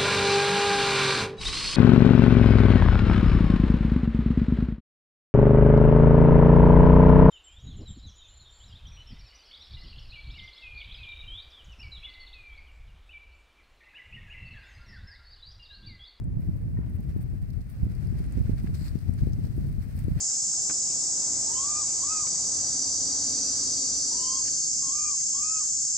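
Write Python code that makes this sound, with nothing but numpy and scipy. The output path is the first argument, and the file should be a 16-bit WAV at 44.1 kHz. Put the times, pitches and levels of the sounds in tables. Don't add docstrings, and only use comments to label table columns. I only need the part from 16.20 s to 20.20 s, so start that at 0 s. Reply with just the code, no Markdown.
import sys
import numpy as np
from scipy import signal
from scipy.fft import rfft, irfft
from scipy.io import wavfile

SR = 44100
rng = np.random.default_rng(int(sys.argv[2]) if len(sys.argv) > 2 else 0)


def log_audio(samples):
    frames = np.atleast_2d(samples).T
    limited = np.clip(frames, -1, 1)
    pcm = np.round(limited * 32767).astype(np.int16)
    wavfile.write(sys.argv[1], SR, pcm)


N = 176400
T = np.arange(N) / SR

# start in seconds, length in seconds, crunch, scrape and sand levels in dB.
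FOOTFALLS = [(0.185, 0.085, -71, -76, -69), (0.218, 0.0071, -59, -73, -72), (0.602, 0.12, -62.5, -82, -85),
             (0.738, 0.034, -64.5, -78, -61.5), (0.825, 0.028, -63, -70, -71),
             (0.876, 0.067, -64.5, -68, -76), (0.958, 0.04, -69, -82, -63.5), (1.001, 0.036, -63, -69, -59),
             (1.096, 0.022, -65, -69, -72), (1.144, 0.018, -72, -67, -69), (1.214, 0.017, -64, -63, -67),
             (1.33, 0.015, -62, -67, -73), (1.403, 0.026, -76, -67, -78), (1.491, 0.042, -71, -70, -59),
             (1.905, 0.14, -66, -70, -84), (1.981, 0.018, -73, -67, -61), (2.035, 0.031, -65, -69, -72),
             (2.158, 0.044, -60, -63.5, -73), (2.249, .033, -61, -65, -66), (2.371, 0.039, -57.5, -61, -72),
             (2.417, 0.032, -74, -67, -62), (2.459, 0.023, -53.5, -64, -72),
             (2.537, 0.028, -57, -54.5, -66), (2.746, 0.022, -63, -61.5, -70),
             (2.778, 0.047, -82, -61.5, -73), (2.974, 0.038, -58, -60.5, -68),
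             (3.061, 0.02, -67, -64.5, -67), (3.228, 0.053, -68, -62.5, -70), (3.36, 0.031, -69, -72, -62),
             (3.458, .035, -76, -70, -60), (3.615, 0.026, -65, -63.5, -60), (3.75, 0.069, -72, -67, -56.5),
             (3.948, 0.23, -54, -56, -74)]
# frequency in Hz, relative level in dB.
CRUNCH_SPECTRUM = [(250, -26), (600, 5), (950, -4.5), (1400, 0.5), (1950, 0.5), (2500, -4.5), (3200, -13.5),
                   (6000, -26)]
SCRAPE_SPECTRUM = [(1000, -19), (3400, -7), (4350, -0.5), (5200, -3), (6100, -5.5), (7300, -8.5),
                   (8400, -0.5), (9700, -11), (15500, -10)]
SAND_SPECTRUM = [(3000, -25), (7200, -26), (8600, 0), (10000, -5), (11500, -2), (13500, -1.5), (15800, -2)]
DRAG_SPECTRUM = [(600, -10), (1950, 1.5), (3200, -14), (4450, 2), (5400, -7), (6300, -15), (8200, 1),
                 (9900, -16), (12900, -6.5), (15500, -16)]
# time in seconds, level in dB.
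DRAG_LEVELS = [(2.54, -67), (2.57, -57), (2.665, -52.5), (2.695, -55), (2.735, -77)]
# time in seconds, crunch, scrape and sand levels in dB.
HERD_LEVELS = [(0, -69, -79, -80.5), (.3, -67, -74, -73.5), (1.35, -66, -72.5, -73), (2.0, -59, -64.5, -71),
               (2.45, -61.5, -66, -69), (3.4, -63, -66, -68), (4, -60.5, -66, -66.5)]
# start in seconds, relative level in dB, pitch in Hz.
SNAPS = [(0.041, -47.5, 8500), (.366, -46, 13000), (0.697, -46, 11400), (.807, -44.5, 13000),
         (1.304, -45.5, 4800), (1.303, -44.5, 12000), (1.646, -44, 13000), (2.063, -43, 9100),
         (2.123, -37, 8600), (2.682, -33.5, 4600), (2.938, -39, 8900), (3.123, -48, 5200),
         (3.132, -35, 5600), (3.79, -35, 8600), (3.791, -42, 13000), (3.841, -38.5, 10000)]
# start in seconds, relative level in dB.
PEBBLE_BLOWS = [(1.719, -54), (1.750, -50.5), (1.871, -48), (1.988, -49.5)]
KNOCK_BLOWS = [(0.569, -47), (0.615, -57), (.667, -60)]
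# frequency in Hz, relative level in dB, time to fall 60 dB in seconds.
PEBBLE_RESONANCES = [(4660, -10, 0.018), (5080, -8, .016), (10530, 2.5, 0.0065), (14100, -6, .008)]
KNOCK_RESONANCES = [(945, 3, 0.04), (1420, -2, .03), (1855, -2.5, 0.043), (2130, -18, .11)]
# centre time in seconds, level in dB, main frequency in Hz, port (0 left, 1 right).
PORT_EDDIES = [(.172, -13.5, 61.3, 1), (.287, -21, 111, 0), (0.295, -14.5, 81, 1), (.59, -15.5, 128, 1),
               (0.964, -14.5, 126, 0), (1.378, -20, 102, 0), (1.634, -10, 70, 1), (1.668, -17, 124, 1),
               (1.927, -20, 125, 0), (2.617, -16.5, 86, 0), (2.005, -16.5, 113, 0), (2.176, -18.5, 148, 1),
               (2.184, -18, 130, 0), (2.209, -11.5, 62.6, 1), (2.296, -11.5, 136, 1),
               (2.336, -12.5, 54.4, 1), (2.445, -14, 99, 1), (2.756, -12.5, 110, 0), (2.895, -9.5, 84.4, 0),
               (3.023, -10.5, 55, 0), (3.036, -14.5, 98, 1), (3.072, -14, 156, 0), (3.381, -15.5, 123, 0),
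               (3.586, -13, 61.4, 0), (3.883, -12, 142, 0), (3.919, -15, 88, 1)]
# time in seconds, level in dB.
RUMBLE_LEVELS = [(0, -28.5), (.95, -29), (1.2, -29.5), (1.5, -36), (1.65, -29.5), (2.2, -26.5),
                 (2.7, -31.5), (3.1, -28), (3.4, -27), (3.76, -31.5), (3.9, -28)]
# time in seconds, left over right in dB.
RUMBLE_BALANCE = [(.5, 0.5), (1.9, 5.5), (2.3, -2), (2.7, 3), (4, 1.5)]
# frequency in Hz, relative level in dB.
RUMBLE_SPECTRUM = [(15, -28), (25, -29), (40, -2), (65, 0), (105, 0), (160, -6), (230, -15), (330, -25),
                   (500, -36.5), (750, -43.5), (1200, -55), (3000, -99)]
# frequency in Hz, left over right in dB.
PORT_BALANCE = [(300, 5.5), (1300, 0), (2400, 1.5), (4400, 6.5), (6000, 8), (8100, -2), (11000, -0.5),
                (15000, 2.5)]

DIRT_SPECTRA = (CRUNCH_SPECTRUM, SCRAPE_SPECTRUM, SAND_SPECTRUM)


def footfalls(attack_share=0.23):
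    envelopes = np.zeros((3, N))
    for start, length, *levels_db in FOOTFALLS:
        active = (T > start) & (T < start + 2 * length)
        progress = (T[active] - start) / length
        load = np.minimum(progress / attack_share, 1) * np.exp(-progress ** 4)
        envelopes[:, active] += undb(levels_db)[:, None] * load
    return sum(envelope * grains(spectrum, spread_db=5.5, rate_hz=1100)
               for envelope, spectrum in zip(envelopes, DIRT_SPECTRA))


def dragged_foot():
    level_db = np.interp(T, *np.array(DRAG_LEVELS).T, left=-np.inf, right=-np.inf)
    return undb(level_db) * grains(DRAG_SPECTRUM, spread_db=3.5, rate_hz=1500)


def herd():
    times, *levels_db = np.array(HERD_LEVELS).T
    patter_db = 1.22 * fluctuation(25.4)
    return sum(undb(np.interp(T, times, db) + patter_db) * grains(spectrum, spread_db=2, rate_hz=1400)
               for db, spectrum in zip(levels_db, DIRT_SPECTRA))


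def grains(spectrum, spread_db, rate_hz, correlation=0.22):
    common = np.sqrt(correlation) * rng.standard_normal(N)
    separate = np.sqrt(1 - correlation) * rng.standard_normal((2, N))
    burst_gain = undb(spread_db * fluctuation(rate_hz))
    return unit(colour((common + separate) * burst_gain, spectrum))


def snaps(ring_s=0.0017, crumble_s=0.0087, crumble_db=-16.5, relative_width=0.16, trim_db=-12):
    out, size = np.zeros((2, N)), 1024
    t, f = np.arange(size) / SR, np.fft.rfftfreq(size, 1 / SR)
    fade = np.exp(-t / ring_s) + undb(crumble_db) * np.exp(-t / crumble_s)
    for start, db, hz in SNAPS:
        resonance = 1 / (1 + ((f - hz) / (relative_width * hz)) ** 2)
        noise = rfft(rng.standard_normal((2, size)))
        ring = unit(irfft(noise * (resonance + 0.066)))
        i = int(start * SR)
        out[:, i:i + size] += undb(db + trim_db) * ring * fade
    return out


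def crumbs(cracks_per_s=220, spread_db=5, decay_s=0.0014, above_sand_db=-5.5):
    times, _, _, sand_db = np.array(HERD_LEVELS).T
    onsets = rng.random(N) < cracks_per_s / SR
    sizes = undb(spread_db * np.minimum(rng.exponential(size=N), 4))
    envelope = signal.lfilter([1], [1, -np.exp(-1 / (decay_s * SR))], onsets * sizes)
    bursts = envelope * rng.standard_normal((2, N))
    crackle = unit(colour(bursts, SAND_SPECTRUM) + colour(bursts, SCRAPE_SPECTRUM))
    return crackle * undb(np.interp(T, times, sand_db) + above_sand_db)


def pebbles():
    return struck(PEBBLE_BLOWS, PEBBLE_RESONANCES, left_over_right_db=9)


def knocks(yard_db=-4, yard_decay_s=0.07):
    direct = struck(KNOCK_BLOWS, KNOCK_RESONANCES, left_over_right_db=1)
    yard_response = unit(rng.standard_normal((2, N)) * np.exp(-T / yard_decay_s)) / np.sqrt(N)
    return direct + undb(yard_db) * signal.fftconvolve(direct, yard_response, axes=1)[:, :N]


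def struck(blows, modes, left_over_right_db, detune=0.016, contact_s=0.00044):
    hz, mode_db, t60 = np.array(modes, float).T[:, :, None]
    out = np.zeros(N)
    for start, blow_db in blows:
        active = (T >= start) & (T < start + 0.25)
        t = T[active] - start
        tuned_hz = hz * (1 + detune * rng.standard_normal(hz.shape))
        rings = undb(mode_db - 60 * t / t60) * np.sin(2 * np.pi * tuned_hz * t)
        attack = 1 - np.exp(-t / contact_s)
        out[active] += undb(blow_db) * rings.sum(axis=0) * attack
    return out * undb([[left_over_right_db / 2], [-left_over_right_db / 2]])


def wind_rumble():
    level_db = np.interp(T, *np.array(RUMBLE_LEVELS).T)
    lean_db = np.interp(T, *np.array(RUMBLE_BALANCE).T) / 2
    return turbulence() * undb(level_db + np.array([lean_db, -lean_db]))


def eddies(falloff=2.73, wake_db=-13, wake_s=0.02):
    out, swirl = np.zeros((2, N)), turbulence()
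    for centre, db, hz, port in PORT_EDDIES:
        active = abs(T - centre) < 0.1
        t = T[active] - centre
        phase = np.exp(2j * np.pi * rng.random())
        swing = phase / (1 - 2j * np.pi * hz * t / (falloff - 1)) ** falloff
        wake = undb(wake_db) * swirl[port, active] * np.exp(-(t / wake_s) ** 2)
        out[port, active] += undb(db) * (swing.real + wake)
    return out


def turbulence(swirl_db=2.5, swirl_hz=43.5, flutter_db=0.07, flutter_hz=1.8):
    gain = np.array([undb(swirl_db * fluctuation(swirl_hz) + flutter_db * fluctuation(flutter_hz))
                     for _ in range(2)])
    return unit(colour(rng.standard_normal((2, N)) * gain, RUMBLE_SPECTRUM))


def fluctuation(rate_hz):
    f = np.fft.rfftfreq(N, 1 / SR)
    return unit(irfft(rfft(rng.standard_normal(N)) / (1 + (f / rate_hz) ** 2) ** 2, N))


def colour(x, spectrum):
    hz, db = np.array(spectrum, float).T
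    f = np.maximum(np.fft.rfftfreq(N, 1 / SR), 1)
    return irfft(rfft(x) * undb(np.interp(np.log(f), np.log(hz), db)), N)


def undb(db):
    return 10 ** (np.asarray(db) / 20)


def unit(x):
    return x / np.sqrt(np.mean(x ** 2))


def scene(left_lag_s=0.00043):
    left, right = footfalls() + dragged_foot() + herd() + crumbs() + snaps() + pebbles() + knocks()
    left = np.roll(left, int(left_lag_s * SR))
    left = colour(left, [(hz, db / 2) for hz, db in PORT_BALANCE])
    right = colour(right, [(hz, -db / 2) for hz, db in PORT_BALANCE])
    return np.array([left, right]) + wind_rumble() + eddies()


def record(dry):
    return signal.sosfilt(signal.ellip(10, 0.2, 80, 15700, fs=SR, output="sos"), dry)


dry = scene()
out = record(dry)
log_audio(out)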